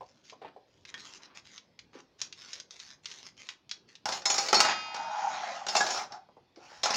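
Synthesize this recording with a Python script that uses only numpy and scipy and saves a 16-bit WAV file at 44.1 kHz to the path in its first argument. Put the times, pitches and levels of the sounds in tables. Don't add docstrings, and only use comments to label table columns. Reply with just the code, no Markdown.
import sys
import numpy as np
from scipy import signal
from scipy.fft import rfft, irfft, next_fast_len
from scipy.io import wavfile
from scipy.ndimage import uniform_filter1d, map_coordinates

SR = 44100
rng = np.random.default_rng(int(sys.argv[2]) if len(sys.argv) > 2 else 0)


def digitize_waveform(pressure):
    field = np.atleast_2d(pressure).T
    bounded = np.clip(field, -1, 1)
    quanta = np.round(bounded * 32767).astype(np.int16)
    wavfile.write(sys.argv[1], SR, quanta)


N = 306936

# [freq_hz, level_db]
SCISSOR_MODES = [(797, -13), (2300, -15), (2680, -14), (3560, -14), (4166, -15), (4390, -11), (4530, -11),
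                 (4980, -14), (5190, -6), (5305, -9), (6090, -13), (6720, -5), (7225, -12)]
# [freq_hz, t60_s]
SCISSOR_T60 = [(800, 0.27), (2500, 0.15), (5200, 0.11), (7300, 0.13)]
# [freq_hz, level_db_per_hz]
CRACK_COLOUR = [(150, -26), (500, 0), (1300, -1), (3200, -4), (5500, 3), (7000, -6), (8300, -21.5),
                (13500, -33.5), (15700, -27)]
FLEX_EDGE = 0.34


def amp(db):
    return 10 ** (np.asarray(db) / 20)


def unit(x):
    return x / np.sqrt(np.mean(x ** 2) + 1e-20)


def along(points, hz):
    f, v = np.transpose(points)
    return np.interp(np.log(hz + 1), np.log(f), v)


def curves(rows):
    s, *cols = np.transpose(rows)
    return [np.interp(np.arange(N) / SR, s, c) for c in cols]


def wobble(rate):
    knots = rng.standard_normal(int(N * rate / SR) + 4)
    return map_coordinates(knots, [np.arange(N) * rate / SR])


def filtered(x, response):
    m = next_fast_len(len(x) + SR // 4)
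    return irfft(rfft(x, m) * response(np.fft.rfftfreq(m, 1 / SR)), m)[:len(x)]


def coloured(x, level_db, size=2048):
    cepstrum = irfft(np.log(amp(level_db(np.fft.rfftfreq(size, 1 / SR)))))
    cepstrum[size // 2:] = 0
    kernel = irfft(np.exp(2 * rfft(cepstrum)))
    return signal.fftconvolve(x, kernel / np.linalg.norm(kernel))[:len(x)]


def patchy(x, depth_db, width, length):
    z = signal.stft(x, nperseg=512)[2]
    field = uniform_filter1d(rng.standard_normal(z.shape), width, 0)
    field = uniform_filter1d(field, length, 1)
    return unit(signal.istft(z * amp(depth_db * unit(field)), nperseg=512)[1][:N])


def fade(t60, length=SR // 4):
    return np.exp(-np.log(1000) * np.arange(length) / SR / t60)


def add(track, s, x):
    part = track[max(round(s * SR), 0):][:len(x)]
    part += x[:len(part)]


def strokes(rows, edge):
    gain = np.zeros(N)
    for start, end, db in rows:
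        length = max(round((end - start) * SR), 2)
        add(gain, start, amp(db) * signal.windows.tukey(length, edge))
    return gain


def grains(rate, spread_db):
    sizes = amp(spread_db * np.clip(rng.standard_normal(N), -2, 2))
    return unit(sizes * rng.choice([-1, 1], N) * (rng.random(N) < rate / SR))


def burst(t60, tick=0, rise=0.00031):
    swell = 1 - np.exp(-np.arange(SR // 4) / SR / rise)
    x = fade(t60) * swell * rng.standard_normal(SR // 4)
    x[0] += tick
    return x


def ring(modes, decay, attack, scatter_db):
    t = np.arange(SR // 2) / SR
    out = np.zeros(len(t))
    for hz, db in modes:
        strength = amp(db + scatter_db * rng.normal())
        partial = np.sin(2 * np.pi * (hz * t + rng.random()))
        out += strength * fade(along(decay, hz), len(t)) * partial
    return out * (1 - np.exp(-t / attack))


def note(hz, t60):
    return fade(t60, 2 * SR) * np.sin(2 * np.pi * hz * np.arange(2 * SR) / SR)


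def clank(t60, count=24):
    place, phase = rng.random((2, count, 1))
    t = np.arange(SR // 4) / SR
    partials = np.sin(2 * np.pi * ((2000 + 9000 * place) * t + phase))
    return unit(partials.sum(0)) * fade(t60)


def contact(db, tick, rise, spray_t60, clank_t60):
    spray = burst(t60=spray_t60, tick=tick * amp(db), rise=rise)
    crack = 1.57 * spray + 0.53 * clank(t60=clank_t60)
    edge_hz = 5000 + 200000 * amp(db)
    return amp(db) * filtered(crack, lambda hz: 1 / (1 + (hz / edge_hz) ** 6))


KNIFE_S = 4.604


def utensils():
    # [start_s, strength_db, favoured_hz at the point of contact]
    clashes = [(4.123, -26.5, 5400), (4.255, -19, 5600), (4.300, -19.5, 6700), (4.342, -27.5, 5400),
               (4.381, -20.5, 5100), (4.485, -24, 4400), (4.544, -18, 4400), (4.568, -22.5, 4400),
               (5.685, -24.5, 5600), (5.764, -19.5, 6240), (5.865, -27, 5200), (5.905, -26.5, 6800),
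               (6.833, -20, 2700), (6.942, -23.5, 5500)]
    # [start_s, strength_db]
    landings = [(4.056, -24.5), (4.088, -26.5), (4.219, -39), (4.529, -16), (4.593, -25), (4.65, -23),
                (4.944, -32), (4.963, -35), (5.666, -29.5), (5.752, -21.5), (5.806, -23.5), (5.976, -30.5),
                (6.121, -37), (6.56, -48), (6.857, -23.5), (6.905, -25.5), (6.957, -26.5)]
    # [start_s,
    # pitch_hz, level_db, t60_s]
    pings = [(0.942, 1841, -32, .085), (0.942, 3273, -34, .05), (4.255, 7225, -29, .45),
             (4.544, 4361, -12, 0.23), (4.544, 5500, -17, .13), (5.806, 1681, -18, 0.27)]
    # [freq_hz, level_db_per_hz]
    counter_colour = [(30, -51.5), (90, -20.5), (170, -15.5), (550, -6), (820, 4), (1000, -4), (1350, -0.5),
                      (2000, -13), (7000, -47)]
    favour_db, favour_octaves = 7, 0.25
    ring_pivot_db, ring_grows = -22.5, 2.1
    knock_pivot_db, knock_grows = -24, 1.37

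    cracks, knocks, steel = np.zeros((3, N))
    for s, db, favoured_hz in clashes:
        ring_db = ring_pivot_db + ring_grows * (db - ring_pivot_db)
        modes = []
        for hz, mode_db in SCISSOR_MODES:
            octaves = np.log2(hz / favoured_hz)
            modes.append((hz, mode_db + favour_db * np.exp(-(octaves / favour_octaves) ** 2)))
        add(cracks, s, contact(db - 1, tick=8, rise=0.004, spray_t60=0.039, clank_t60=0.089))
        add(knocks, s, amp(db - 8) * burst(t60=0.1, rise=0.0024))
        add(steel, s, amp(ring_db - 1) * ring(modes, SCISSOR_T60, attack=0.003, scatter_db=2.5))
    for s, db in landings:
        knock_db = knock_pivot_db + knock_grows * (db - knock_pivot_db)
        add(cracks, s, contact(db, tick=19, rise=0.0019, spray_t60=0.029, clank_t60=0.053))
        add(knocks, s, amp(knock_db) * burst(t60=0.067))
    add(cracks, KNIFE_S, contact(-12, tick=19, rise=0.002, spray_t60=0.039, clank_t60=0.061))
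    for s, hz, db, t60 in pings:
        add(steel, s, amp(db) * note(hz, t60))

    cracks = coloured(cracks, lambda hz: along(CRACK_COLOUR, hz))
    knocks = coloured(knocks, lambda hz: along(counter_colour, hz))
    return amp(-5.5) * steel + amp(-2.5) * cracks + amp(-2) * knocks


def knife():
    # [freq_hz, level_db, t60_s]
    blade_modes = [(1282, 3, 1.2), (2046, -12, 2), (2234, -10, 1.5), (2491, -5, 2.2), (2822, -3, 1.4),
                   (3214, -16, 2.4), (3661, -9, 1.3), (4194, -13, 1.5), (4720, -1, 1.1), (4927, -3, 1.05),
                   (4985, -10, 1.3), (5351, -12, 1.1), (6148, -7, .75), (6928, -12, .8)]
    out = np.zeros(N)
    add(out, KNIFE_S, amp(-32) * sum(amp(db) * note(hz, t60) for hz, db, t60 in blade_modes))
    return out


def drag():
    # [time_s, drone_db, scrape_db]
    long_drag = [(4.7, -91, -90), (4.76, -51, -43.5), (4.92, -44, -53), (4.99, -38, -47),
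                 (5.27, -33.5, -42), (5.39, -37, -39.5), (5.56, -42, -41.5), (5.65, -43.5, -51),
                 (5.72, -90, -85)]
    # [start_s, end_s, drone_db, scrape_db]
    slides = [(4.618, 4.741, -34.5, -29), (5.637, 6.079, -37, -49), (6.088, 6.188, -44.5, -56.5),
              (6.538, 6.875, -58.5, -62.5), (6.83, 7.023, -44, -34.5)]
    # [start_s, end_s, level_db]
    chatter_moves = [(4.06, 4.211, -42.5), (4.25, 4.54, -37.5), (5.66, 6.08, -39.5), (6.58, 6.9, -61)]
    # [freq_hz, width_hz, level_db]
    drone_modes = [(630.4, 26, -12.5), (779.4, 29, -3.5), (837.4, 29.5, -2), (916, 70, -6.5),
                   (1464, 110, -15.5)]
    # [time_s, pitch_ratio]
    pitch_sag = [(5.33, 1), (5.5, 0.87), (5.72, 0.93)]
    # [freq_hz, level_db_per_hz]
    scrape_colour = [(60, -29.5), (230, -5), (420, -11), (700, 5), (1500, 5), (2200, 2), (3200, -2),
                     (5800, -2), (6800, -4.5), (8000, -29), (16000, -57)]
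    slide_edge, chatter_edge = 0.51, 0.54

    drone_db, scrape_db = curves(long_drag)
    droning = amp(drone_db) + strokes([(start, end, db) for start, end, db, _ in slides], slide_edge)
    scraping = amp(scrape_db) + strokes([(start, end, db) for start, end, _, db in slides], slide_edge)

    def body(f):
        total = 0
        for k, (hz, width, db) in enumerate(drone_modes):
            resonance = 1j * f * width / (hz * hz - f * f + 1j * f * width)
            total = total + (-1) ** k * amp(db) * resonance
        return total / (1 + (f / 3200) ** 4)

    drone = unit(filtered(grains(rate=700, spread_db=5), body))
    drone = map_coordinates(drone, [np.cumsum(curves(pitch_sag)[0])], mode="mirror")
    grit = patchy(grains(rate=3000, spread_db=5), depth_db=3, width=5, length=9)
    scrape = coloured(grit, lambda hz: along(scrape_colour, hz))
    jolts = grains(rate=250, spread_db=5.0)
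    ringing = ring(SCISSOR_MODES, SCISSOR_T60, attack=0.00099, scatter_db=0.0)
    blades = unit(signal.fftconvolve(jolts, ringing)[:N])
    chatter = 0.35 * blades + coloured(grit, lambda hz: along(CRACK_COLOUR, hz))
    rubbing = amp(-2.5) * (droning * drone + scraping * scrape)
    return rubbing + strokes(chatter_moves, chatter_edge) * chatter


def slips():
    # [start_s, level_db, pitch_hz]
    slip_rows = [(5.244, -24, 805), (5.272, -27.5, 860)]
    rise_s = 0.0054
    out, t = np.zeros(N), np.arange(SR // 4) / SR
    swell = (t / rise_s * np.exp(1 - t / rise_s)) ** 2
    for s, db, hz in slip_rows:
        add(out, s, amp(db) * swell * np.sin(2 * np.pi * hz * t))
    return out


def packet():
    # [start_s, end_s, rustle_db]
    flexes = [(0, .24, -69.5), (.66, .86, -74), (0.23, 0.35, -54.5), (.87, .91, -51.5), (.95, 1.2, -48.5),
              (1.215, 1.27, -54), (1.345, 1.405, -47.5), (1.43, 1.6, -55.5), (1.922, 2.02, -61.5),
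              (2.18, 2.28, -50.5), (2.35, 2.62, -49), (2.69, 2.97, -51.5), (3.02, 3.32, -49),
              (3.36, 3.55, -52), (3.87, 3.98, -63)]
    # [start_s, level_db, colour_centre_hz]
    snaps = [(0.298, -37, 3000), (0.852, -35.5, 2420), (0.942, -30, 1880), (1.579, -34.5, 3200),
             (1.791, -35.5, 2980), (2.216, -19, 6100), (2.326, -31.5, 3720), (2.532, -26, 5650),
             (2.6, -30.5, 5300), (2.708, -34, 5460), (2.8, -32, 4000), (3.057, -25.5, 4150),
             (3.115, -31.5, 3620), (3.489, -25, 2540), (3.694, -36, 4063), (3.713, -21.5, 3920),
             (3.954, -37.5, 3220)]
    # [freq_hz, level_db_per_hz]
    film_colour = [(100, -10.5), (550, -12), (950, -3), (2000, 1), (5500, 2.5), (6700, 1.5), (8100, -21),
                   (12000, -33), (16000, -42)]

    effort = strokes(flexes, FLEX_EDGE)
    crackle = grains(rate=340, spread_db=6.5) + 0.7 * rng.standard_normal(N)
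    crackle = patchy(crackle, depth_db=4, width=5, length=11)
    flicker = amp(-2.0 + 1.8 * wobble(30.01))
    out = flicker * effort * coloured(crackle, lambda hz: along(film_colour, hz))
    for s, db, panel_hz in snaps:
        panel = lambda hz: along(film_colour, hz) + 10 * np.exp(-np.log2((hz + 1) / panel_hz) ** 2)
        add(out, s, amp(db - 7) * coloured(burst(t60=0.04, tick=6), panel))
    return out


def palm():
    # [start_s, end_s, level_db]
    rubs = [(.41, .5, -54.5), (.86, 1.42, -62.5), (1.925, 2.015, -57)]
    # [freq_hz, level_db_per_hz]
    palm_colour = [(100, -12), (300, 4), (600, -6), (950, 2.5), (2200, -4.5), (4000, -10.5), (9000, -45)]
    grain = grains(rate=1800, spread_db=3.5)
    return strokes(rubs, FLEX_EDGE) * coloured(grain, lambda hz: along(palm_colour, hz))


def bumps():
    # [start_s, level_db, body_hz]
    bump_rows = [(0.008, -37, 645), (0.324, -43.5, 670), (0.417, -40.5, 530), (0.446, -42, 640),
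                 (0.562, -46.5, 590), (1.951, -44.5, 320), (6.288, -53, 738), (6.367, -49, 598),
                 (6.572, -45.5, 383), (6.716, -51, 740)]
    out = np.zeros(N)
    for s, db, body_hz in bump_rows:
        def body(hz):
            octaves = np.log2((hz + 1) / body_hz)
            hump = 1 / (1 + (octaves / 0.69) ** 6)
            scuff = amp(-22.0 - hz / 300)
            return 20 * np.log10(hump + scuff)
        add(out, s, amp(db) * coloured(burst(t60=0.098), body))
    return out


def kitchen(x):
    # [freq_hz, t60_s]
    room_t60 = [(150, 0.72), (600, 0.36), (2000, 0.22), (6000, 0.21), (12000, 0.13)]
    hz, t, z = signal.stft(rng.standard_normal(SR // 2), SR, nperseg=256)
    decay = np.exp(-np.log(1000) * t / along(room_t60, hz)[:, None])
    tail = signal.istft(z * decay, SR, nperseg=256)[1]
    tail = np.pad(tail / np.linalg.norm(tail), (SR // 250, 0))
    return signal.fftconvolve(x, tail)[:N]


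def room_tone():
    # [freq_hz, level_db_per_hz]
    hush_colour = [(25, -9), (120, 6.5), (500, -0.5), (1600, -12), (5000, -12.5), (8500, -37.5)]
    hush = patchy(rng.standard_normal(N), depth_db=3.5, width=2, length=20)
    return amp(-68.5) * coloured(hush, lambda hz: along(hush_colour, hz))


def scene():
    film = packet() + palm()
    thuds = bumps()
    metal = utensils() + drag() + slips()
    blade = knife()
    wet = kitchen(amp(-10.0) * film + amp(-12.5) * thuds + amp(-5.5) * metal + amp(-12.5) * blade)
    return (film + thuds + metal + blade + wet + room_tone())[None]


def record(dry):
    top_hz, bass_hz = 16200, 50
    band = lambda hz: np.clip((top_hz - hz) / 300 + 0.5, 0, 1)
    return filtered(dry[0], lambda hz: band(hz) * hz ** 2 / np.hypot(hz ** 2, bass_hz ** 2))[None]


dry = scene()
out = record(dry)
digitize_waveform(out)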